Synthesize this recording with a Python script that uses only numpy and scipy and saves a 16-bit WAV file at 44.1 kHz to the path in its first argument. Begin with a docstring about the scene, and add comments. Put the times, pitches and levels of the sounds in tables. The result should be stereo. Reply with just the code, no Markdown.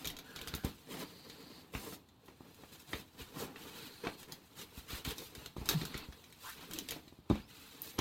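"""Cord net through a nylon sleeve

Hands pull a cord net through a sleeve of nylon webbing on a plywood board, in a small room.
Stick-slip friction makes the weave hiss, sing and zip, and knots drag over the wood.
A thin pulling wire and the cord tick as they catch and snap free; bumps from hands and
bundled cord excite the damped modes of the board."""
import sys
import numpy as np
from scipy import signal
from scipy.fft import rfft, irfft, next_fast_len
from scipy.io import wavfile

SR = 44100
rng = np.random.default_rng(int(sys.argv[2]) if len(sys.argv) > 2 else 0)


def store_wav(level_fs):
    """Save 16-bit WAV to argv[1]."""
    pcm = np.round(np.clip(np.atleast_2d(level_fs), -1, 1) * 32767)
    wavfile.write(sys.argv[1], SR, pcm.T.astype(np.int16))


N = 352888

# spectrum of still air and microphone hiss: (frequency [Hz], relative density [dB])
AIR_SPECTRUM = [(20, -57.5), (70, 16), (250, 9), (500, 2), (1000, 5), (2000, -8.5), (4200, -5),
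                (6000, -27.5), (16000, -27)]
# reverberation of the room: (frequency [Hz], T60 [s])
ROOM_DECAY = [(80, 0.53), (300, 0.27), (1000, 0.22), (4000, 0.19), (9000, 0.058), (16000, 0.17)]
# likeness of the diffuse sound at left and right: (frequency [Hz], correlation [-1 to 1])
COHERENCE = [(100, 0.85), (280, 0.87), (500, 0.016), (1100, -0.52), (2200, -0.27), (5000, -0.21),
             (16000, 0.15)]
# mismatch of the microphones: (frequency [Hz], left minus right [dB])
MIC_MISMATCH = [(300, 0.5), (1000, 0.5), (2000, -0.5), (4000, -2), (8000, 6), (12000, 2.5)]

# modes of the board and of the wire: (frequency [Hz], relative level [dB], T60 [s])
BOARD_MODES = [(78, -21.5, 0.13), (100, -9, 0.018), (154, -8.5, 0.017), (207, -14.5, 0.2), (298, 8.5, 0.02),
               (428, -10, 0.04), (550, -8.5, 0.029), (826, -1.5, 0.033), (988, 0, 0.037),
               (1216, 3.5, 0.019), (1660, -12, .03), (2350, -27, .02)]
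WIRE_MODES = [(3800, 0, 0.16), (3980, 34, 0.21), (4900, -5.5, 0.16), (8100, -20, 0.11), (12400, -33, 0.12),
              (14000, -10, .1), (13500, 5, .07)]
# blows on the board: (time [s], relative peak level [dB], contact time [ms])
BLOWS = [(0.072, -43, 2.7), (0.536, -36.5, 5.3), (.55, -33, 3.5), (0.646, -22.5, 3.7), (1.75, -33, 6.1),
         (1.77, -39, 4.7), (2.285, -45, 0.54), (2.406, -40, 0.82), (2.635, -40, 0.32), (2.933, -29.5, 0.39),
         (2.942, -34, 4.2), (3.213, -41.5, 11), (3.56, -54, 1.2), (4.068, -26.5, 0.86), (4.776, -39.5, 13),
         (4.931, -34.5, 8.4), (5.075, -30.5, 5.6), (5.378, -42, 7.6), (5.565, -31, 0.59), (5.581, -34, 6.5),
         (5.614, -34.5, 8.5), (5.817, -30, 2.4), (5.831, -32.5, 0.97), (5.95, -30.5, 2.8), (6.086, -38, 10),
         (7.075, -44, 1.5), (7.124, -42, 1), (7.188, -43.5, 3.7), (7.3002, -15, 1.5), (7.31, -11.5, 1.54),
         (7.326, -29, 8), (7.355, -31, 0.69), (7.398, -44, 9.1), (7.989, -20, 0.55)]
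# snaps of wire and cord: (time [s], relative level [dB], brightness index, left minus right [dB])
SNAPS = [(0.0458, -33, -22, 1.5), (0.0544, -30, -22, 3.5), (0.0731, -28, -12.5, 2.5),
         (0.1008, -34, -18, -1.0), (0.167, -38, -16, -4), (0.188, -36, -21, 8), (0.361, -33.5, -20, 0.5),
         (0.3894, -38.5, -24, -3.5), (0.4137, -34, -16, -1), (0.4736, -33, -19, 1.5),
         (0.4815, -34.5, -20, 1), (0.5386, -32, -26, 0), (0.5497, -32, -7, 3), (0.6481, -34, -10.5, 2.5),
         (1.298, -39.5, -22, 0.5), (1.737, -40, -40, 1), (1.7501, -30, -50, 3), (2.0877, -55, -17, 8),
         (2.259, -54, -8, 7), (2.282, -45, -46, 9.5), (2.544, -52, -13, -2), (2.6358, -44.5, -44, -0.5),
         (2.875, -47.5, -15, 13), (2.9316, -27, -35.5, 1.5), (3.5595, -39, -40, 4), (4.07, -30.5, -42, 0.0),
         (4.23, -42.5, -16.5, 3), (4.3216, -34, -14.5, 0.5), (4.975, -53, -36, 0), (5.0494, -31, -19, 3.5),
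         (5.1074, -35, -19, 1.5), (5.1817, -33.5, -19, -0.5), (5.3505, -38, -20, 1.5),
         (5.46, -36.5, -20, 0), (5.6574, -36.5, -18, 2), (5.689, -17, -14.5, 2), (5.6972, -28, -11, -1.5),
         (5.8142, -33, -28, 2.5), (5.8519, -31, -15, -0.5), (5.9427, -31.5, -32, 1.5), (5.977, -36, -11, 2),
         (6.124, -42, -30, -0.5), (6.2405, -47.5, -21, 2.5), (6.325, -45, -17, 1), (6.495, -39, -1, -2),
         (6.711, -37.5, -16, -3.5), (6.7345, -32, -13, 1.5), (6.787, -30, -12, 0), (6.887, -30.5, -17, 1),
         (6.908, -29, -12.5, 1.5), (6.9204, -32, -30, -8), (7.08, -49, -23, 2.5), (7.2991, -35.5, -28, 5.5),
         (7.3557, -42, -24, 4.5), (7.8181, -28, 21, 0), (7.988, -25.5, -22.5, 0.5)]
# spectra of snapping wire, slapping cord, rubbed wood and rubbed nylon:
# (frequency [Hz], relative density [dB])
WIRE_SPECTRUM = [(100, 5), (500, -12.5), (1200, 4), (2000, 4.5), (2900, 7.5), (3900, 9.5), (5200, 2.5),
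                 (7000, 1.5), (9800, -6), (12000, -1.5), (14000, -3), (16000, -13.5)]
SLAP_SPECTRUM = [(100, -22.5), (400, 10.5), (1100, 3.5), (1700, -1), (2700, 5), (4200, -15.5),
                 (6000, -18.5), (16000, -65)]
WOOD_SPECTRUM = [(25, -65), (70, -10.5), (130, -8), (240, 1.5), (340, -0.5), (480, -4), (620, -9),
                 (800, -3), (1080, -6), (1400, -15.5), (2400, -15.5), (4200, -26), (6000, -29),
                 (16000, -59)]
NYLON_SPECTRUM = [(100, -0.5), (600, -25.5), (850, -6), (1180, 3), (1600, 0.5), (2100, 1.5), (3200, 3),
                  (4200, 4), (5500, -4.5), (7500, -4.5), (10000, -7.5), (13000, -5), (14500, -6),
                  (16000, -12)]
# band in which the weave sings: (frequency [multiple of the centre], relative density [dB])
WEAVE_BAND = [(.02, -18), (.68, -28), (.86, -3.5), (1, 4), (1.11, -7.5), (1.25, -28), (3.6, -38)]

# where the rubbing is; each layer scales this bias: (time [s], leftward bias [dB])
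RUB_POSITION = [(0, 2), (.65, 1.5), (.85, 2.5), (3.5, 3.5), (4.4, 3), (4.8, 4), (5.2, -2.5), (6.3, 1),
                (6.45, 3.5), (6.65, 0), (7.3, -4), (7.6, 4), (8, 2.5)]
# regular stick-slip on weave or wood:
# (start [s], length [s], first frequency [Hz], last frequency [Hz], level [dB], pitch jitter [fraction])
SLIP_GLIDES = [(3.82, .11, 12950, 12700, -73, .005), (3.92, .26, 9800, 7300, -75, .006),
               (4.04, .12, 11700, 10450, -77, .006), (4.04, .05, 1043, 1240, -54, .15),
               (5.736, 0.046, 175, 139, -41, .02), (6.427, .1, 1000, 1800, -54, 0.2),
               (6.659, 0.21, 290.6, 263, -56, 0.316), (7.387, .095, 4450, 5750, -74, .014),
               (7.9, 0.08, 12100, 11250, -68, .005)]
# steady pulls of cord or wire through the sleeve, at relative levels:
# (start [s], length [s], hiss [dB], singing [dB], band centre [Hz])
LONG_PULLS = [(0.222, 0.39, -63, -57.5, 1620), (0.979, 0.63, -66.5, -63, 4500),
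              (3.727, 0.42, -61.5, -62.5, 4380), (5.719, 0.32, -69, -58.5, 4350),
              (7.462, .46, -61, -70, 3950)]
# rustle of the held net, at relative levels: (time [s], nylon [dB], wood [dB])
NET_RUSTLE = [(0, -54, -54.5), (.3, -88.5, -60), (.68, -60.5, -76), (.8, -66.5, -64.5),
              (1.55, -67.5, -57.5), (2.1, -79, -84), (2.7, -64, -69.5), (3.1, -70.5, -70),
              (3.3, -63, -56.5), (3.95, -75, -60.5), (4.45, -69, -68.5), (5.3, -62, -59.5),
              (5.53, -70, -73), (5.9, -60.5, -56.5), (6.27, -67, -68.5), (6.85, -60, -74),
              (7.22, -73.5, -71), (7.9, -65, -61)]
# hand strokes, at relative levels; a tighter grip adds to the nylon's rasp below RASP_HZ:
# (start [s], rise time [s], length [s], hiss [dB], drag on wood [dB], grip [dB])
HAND_STROKES = [(0.0, .02, 0.077, -69.5, -51, -8), (0.347, 0.0085, 0.23, -67, -55, 7.5),
                (0.63, .012, 0.047, -56, -47, 4.5), (0.847, 0.083, 0.18, -53, -45.5, -1),
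                (1.71, .04, 0.23, -52.5, -50, -11), (2.211, .05, 0.1, -72, -62.5, -13),
                (2.383, .03, 0.13, -74, -62.5, -0.5), (2.561, .05, 0.092, -98.5, -57.5, 8.5),
                (2.706, 0.033, 0.029, -55, -52.5, -2), (2.787, .015, 0.013, -58.5, -67, -5),
                (2.859, 0.052, 0.14, -55, -54, -3), (3.154, .06, 0.073, -54.5, -56.5, 2),
                (3.311, .1, 0.13, -49.5, -44.5, -8), (3.515, .12, 0.36, -57.5, -57, 1),
                (4.03, 0.011, 0.045, -80.5, -40, 25.5), (4.15, .06, 0.065, -54.5, -63, -8),
                (4.272, 0.01, 0.033, -64, -53, -7), (4.304, 0.0074, 0.012, -61, -50, -1),
                (4.535, .075, 0.086, -52, -54, -2), (4.73, 0.057, .06, -51.5, -55, -2.5),
                (4.862, 0.046, 0.12, -49, -54, 0.5), (5.042, 0.011, 0.071, -46.5, -49, 0.5),
                (5.137, 0.056, .125, -50.5, -53.5, -9), (5.346, .008, 0.12, -60.5, -59.5, 0.5),
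                (5.557, .012, 0.094, -59, -52.5, 0.5), (5.637, .08, 0.1, -44.5, -44.5, -1.5),
                (5.747, .04, 0.09, -51.5, -52, -0.5), (5.89, .04, 0.15, -67.5, -62.5, 13),
                (6.367, .09, 0.17, -53, -76, -3.5), (6.534, .05, 0.11, -61, -56.5, 4.5),
                (6.662, .07, 0.13, -54.5, -59, 3), (6.863, .03, 0.11, -58, -52.5, -4),
                (7.29, 0.011, 0.066, -60.5, -45.5, 6), (7.363, 0.015, 0.042, -64.5, -67, 8),
                (7.785, .09, 0.12, -53.5, -60.5, -15), (7.978, .012, 0.025, -56, -38.5, 19.5)]

RASP_HZ, RESTING_GRIP_DB = 4000, -2
PULL_RISE_S, STOP_TIME_CONSTANT_S = 0.039, 0.021
LEAD_MS_PER_DB = 0.38


def amp(db):
    """Amplitude ratio of a level in decibels."""
    return 10 ** (np.asarray(db) / 20)


def unit(x):
    """Normalisation to rms 1."""
    return x / np.sqrt(np.mean(x ** 2) + 1e-20)


def at_frequency(points, hz):
    """Interpolation on a log-frequency axis."""
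    f, value = np.transpose(points)
    return np.interp(np.log(hz + 1), np.log(f), value)


def curve(rows):
    """Linear interpolation of a time curve at every sample."""
    return np.interp(np.arange(N) / SR, *np.transpose(rows))


def add(mix, start_s, sound):
    """Superposition: a sound joins the mix at its start time."""
    part = mix[..., max(round(start_s * SR), 0):][..., :sound.shape[-1]]
    part += sound[..., :part.shape[-1]]


def colour(x, spectrum, tilt_db=0, size=2048):
    """Minimum-phase filtering to a spectrum; the tilt is a treble shelf."""
    hz = abs(np.fft.fftfreq(size, 1 / SR))
    shelf_db = tilt_db * hz ** 2 / (hz ** 2 + 7000 ** 2)
    log_gain = np.log(amp(at_frequency(spectrum, hz) + shelf_db))
    taps = np.fft.ifft(np.exp(np.conj(signal.hilbert(log_gain)))).real
    return signal.oaconvolve(x, taps)[:len(x)]


def wander(rate_hz, size=N):
    """Smooth random fluctuation: low-passed noise of rms 1."""
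    span = next_fast_len(size)
    hz = np.fft.rfftfreq(span, 1 / SR)
    spectrum = rfft(rng.standard_normal(span)) / (1 + (hz / rate_hz) ** 4)
    return unit(irfft(spectrum, span)[:size])


def micro_slips(per_s, spread_db):
    """Shot noise: tiny slips at random times, a few much larger than the rest."""
    size = amp(spread_db * np.minimum(rng.exponential(1, N), 4))
    return unit(size * rng.choice([-1, 1], N) * (rng.random(N) < per_s / SR))


def placed(x, pan_db):
    """Level and time differences: the nearer microphone hears a sound louder and earlier."""
    lead = pan_db * LEAD_MS_PER_DB * SR / 1000
    channels = []
    for side in (1, -1):
        index = np.rint(np.arange(len(x)) + side * lead / 2).astype(int)
        channels.append(amp(side * pan_db / 2) * x[np.clip(index, 0, len(x) - 1)])
    return np.array(channels)


def diffuse_pair(spectra, hz):
    """Partial coherence: two independent spectra become alike in the bass, partly opposed in the middle."""
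    same = np.clip(at_frequency(COHERENCE, hz), -1, 1)
    return np.array([spectra[0], same * spectra[0] + np.sqrt(1 - same ** 2) * spectra[1]])


def still_air():
    """Stationary noise: the air of the room and microphone hiss."""
    span = next_fast_len(N)
    hz = np.fft.rfftfreq(span, 1 / SR)
    noise = diffuse_pair(rfft(rng.standard_normal((2, span))), hz)
    air = irfft(noise * amp(at_frequency(AIR_SPECTRUM, hz)), span)[:, :N]
    return amp(-64) * unit(air)


def echoes(early_db, early_s):
    """Impulse response: early reflections from board and hands, then the room's exponential decay."""
    hz, t, noise = signal.stft(rng.standard_normal((2, SR // 4)), SR, nperseg=256)
    decay = amp(-60 * t / at_frequency(ROOM_DECAY, hz)[:, None])
    early_boost = 1 + amp(early_db) * np.exp(-t / early_s)
    tail = signal.istft(diffuse_pair(noise, hz[:, None]) * decay * early_boost, SR, nperseg=256)[1]
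    tail *= np.minimum(np.arange(tail.shape[1]) / SR / 0.0018, 1) ** 2
    return tail / np.linalg.norm(tail, axis=1, keepdims=True)


def room(x, wet_db, early_db, early_s, patterns, turn_s=0.03):
    """Time-varying reflection: as the hands move, one echo pattern fades into the next every turn_s."""
    source = unit(x[0]) * np.sqrt(np.mean(x ** 2))
    out = x.copy()
    turn = np.arange(N) / SR / turn_s
    for k in range(patterns):
        share = np.sqrt(np.maximum(1 - abs((turn + k) % patterns - 1), 0))
        reflected = signal.oaconvolve((source * share)[None], echoes(early_db, early_s), axes=1)
        out += amp(wet_db) * reflected[:, :N]
    return out


def damped_modes(modes, t):
    """Free vibration: one exponentially decaying sinusoid for each mode."""
    return [amp(db - 60 * t / t60) * np.sin(2 * np.pi * hz * t) for hz, db, t60 in modes]


def board_knocks():
    """Impact excitation: a force pulse rings the board; the longer the contact, the duller the thud."""
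    out, t = np.zeros(N), np.arange(SR // 3) / SR
    # neighbouring modes swing in opposite directions, so the ring takes a cycle to build
    ring = sum((-1) ** k * mode for k, mode in enumerate(damped_modes(BOARD_MODES, t)))
    # the ring carries no deep rumble below about 60 Hz
    ring = signal.sosfilt(signal.butter(3, 62, "high", fs=SR, output="sos"), ring)
    for start, db, contact_ms in BLOWS:
        progress = 1000 * t / contact_ms
        force = progress * np.exp(-3 * progress)
        thud = signal.fftconvolve(ring, force)[:len(t)]
        add(out, start, amp(db - 1.5) * thud / abs(thud).max())
    return np.array([out, out])


def wire_and_cord_ticks():
    """Transients of catch and release: bright ones are the wire, dull ones cord slapping wood."""
    out, t = np.zeros((2, N)), np.arange(SR // 8) / SR
    median_brightness = np.median(np.transpose(SNAPS)[2])
    ping = amp(-27.5) * unit(sum(damped_modes(WIRE_MODES, t)))
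    attack = 1 - np.exp(-t / 0.00028)
    snap, chatter = np.exp(-t / 0.0015), 0.065 * np.exp(-t / 0.024)
    for start, db, brightness, pan_db in SNAPS:
        excess = brightness - median_brightness
        burst = rng.standard_normal(len(t)) * attack * (snap + chatter)
        wire = unit(colour(burst, WIRE_SPECTRUM, tilt_db=1.94 * excess)) + ping
        cord = amp(-0.9 * excess - 18) * unit(colour(burst, SLAP_SPECTRUM))
        tick = wire + cord
        tick *= amp(db + 17) / np.linalg.norm(tick)
        add(out, start, placed(np.pad(tick, (16, 0)), pan_db))  # padding lets the near side lead
    return out


def hand_speed(rise_s, length_s):
    """Velocity envelope of a stroke: a smooth rise, a hold and an exponential stop."""
    t = np.arange(0, length_s + 0.2, 1 / SR)
    rise = np.sin(np.pi / 2 * np.minimum(t / rise_s, 1)) ** 2
    return rise * np.exp(-np.maximum(t - length_s, 0) / STOP_TIME_CONSTANT_S)


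def friction_gains():
    """Incoherent sources add in power: rustle, strokes and pulls set the gains of hiss, rasp and drag."""
    rustle = np.array(NET_RUSTLE)
    nylon_db, wood_db = curve(rustle[:, [0, 1]]), curve(rustle[:, [0, 2]])
    power = amp([nylon_db, nylon_db + RESTING_GRIP_DB, wood_db]) ** 2
    for start, rise, length, hiss_db, drag_db, grip_db in HAND_STROKES:
        gains = amp([hiss_db, hiss_db + grip_db, drag_db])
        add(power, start, np.outer(gains, hand_speed(rise, length)) ** 2)
    for start, length, hiss_db, *_ in LONG_PULLS:
        add(power[:2], start, (amp(hiss_db) * hand_speed(PULL_RISE_S, length)) ** 2)
    return np.sqrt(power)


def zipping():
    """Periodic stick-slip: evenly spaced slips make a tone that glides with the speed of the pull."""
    out = np.zeros(N)
    for start, length, first_hz, last_hz, db, jitter in SLIP_GLIDES:
        size = int(length * SR)
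        glide = np.linspace(0, 1, size) ** 1.7  # starts slowly and steepens
        hz = first_hz + (last_hz - first_hz) * glide
        hz *= 1 + jitter * wander(rate_hz=380, size=size)
        tone = np.sin(2 * np.pi * np.cumsum(hz) / SR)
        add(out, start, amp(db) * unit(tone * signal.windows.tukey(size, 0.5)))
    return np.array([out, out])


def weave_singing():
    """Narrow-band friction noise: in a long pull the weave sings with an amplitude that follows speed."""
    out = np.zeros(N)
    for start, length, _, db, centre_hz in LONG_PULLS:
        speed = hand_speed(PULL_RISE_S, length)
        band = colour(rng.standard_normal(len(speed)), np.multiply(WEAVE_BAND, (centre_hz, 1)))
        add(out, start, amp(db - 2) * speed * unit(band))
    return placed(out, 0.4 * curve(RUB_POSITION))


def knots_dragging(gain):
    """Roughness excitation: knots stumble over the grain and sound the wood."""
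    slips = micro_slips(per_s=900, spread_db=4) * amp(1.2 * wander(rate_hz=17.5))
    scrape = amp(-2) * unit(colour(slips, WOOD_SPECTRUM))
    return placed(scrape * gain, 0.52 * curve(RUB_POSITION))


def nylon_sliding(hiss_gain, rasp_gain):
    """Random stick-slip: thousands of fibres catch and let go, in uneven clumps."""
    slips = micro_slips(per_s=14000, spread_db=4.5) * amp(1.07 * wander(rate_hz=23))
    friction = amp(1.5) * unit(colour(slips, NYLON_SPECTRUM))
    rasp = signal.sosfiltfilt(signal.butter(2, RASP_HZ, fs=SR, output="sos"), friction)
    hiss = friction - rasp
    return placed(hiss * hiss_gain + rasp * rasp_gain, curve(RUB_POSITION))


def scene():
    """Superposition of all the handling and its echoes, heard from just above the board."""
    hiss_gain, rasp_gain, drag_gain = friction_gains()
    nylon = nylon_sliding(hiss_gain, rasp_gain)
    nylon = room(nylon, wet_db=1.5, early_db=12.5, early_s=0.0033, patterns=6, turn_s=0.011)
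    wood_and_weave = knots_dragging(drag_gain) + weave_singing() + zipping()
    wood_and_weave = room(wood_and_weave, wet_db=2.5, early_db=11.5, early_s=0.0061, patterns=4)
    # the echoes too are stronger on the near side
    balance = amp(0.068 * np.array([[1], [-1]]) * curve(RUB_POSITION))
    ticks = room(wire_and_cord_ticks(), wet_db=-0.5, early_db=-8, early_s=0.025, patterns=2)
    knocks = room(board_knocks(), wet_db=-7.5, early_db=18, early_s=0.012, patterns=2)
    return still_air() + knocks + ticks + (wood_and_weave + nylon) * balance


def record(dry):
    """Frequency response: two microphones of slightly different colour, then a low-pass band limit."""
    heard = np.array([colour(x, np.multiply(MIC_MISMATCH, (1, side / 2)))
                      for x, side in zip(dry, (1, -1))])
    low_pass = signal.firwin(511, 16100, window=("kaiser", 9), fs=SR)
    return signal.oaconvolve(heard, low_pass[None], "same")


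dry = scene()
out = record(dry)
store_wav(out)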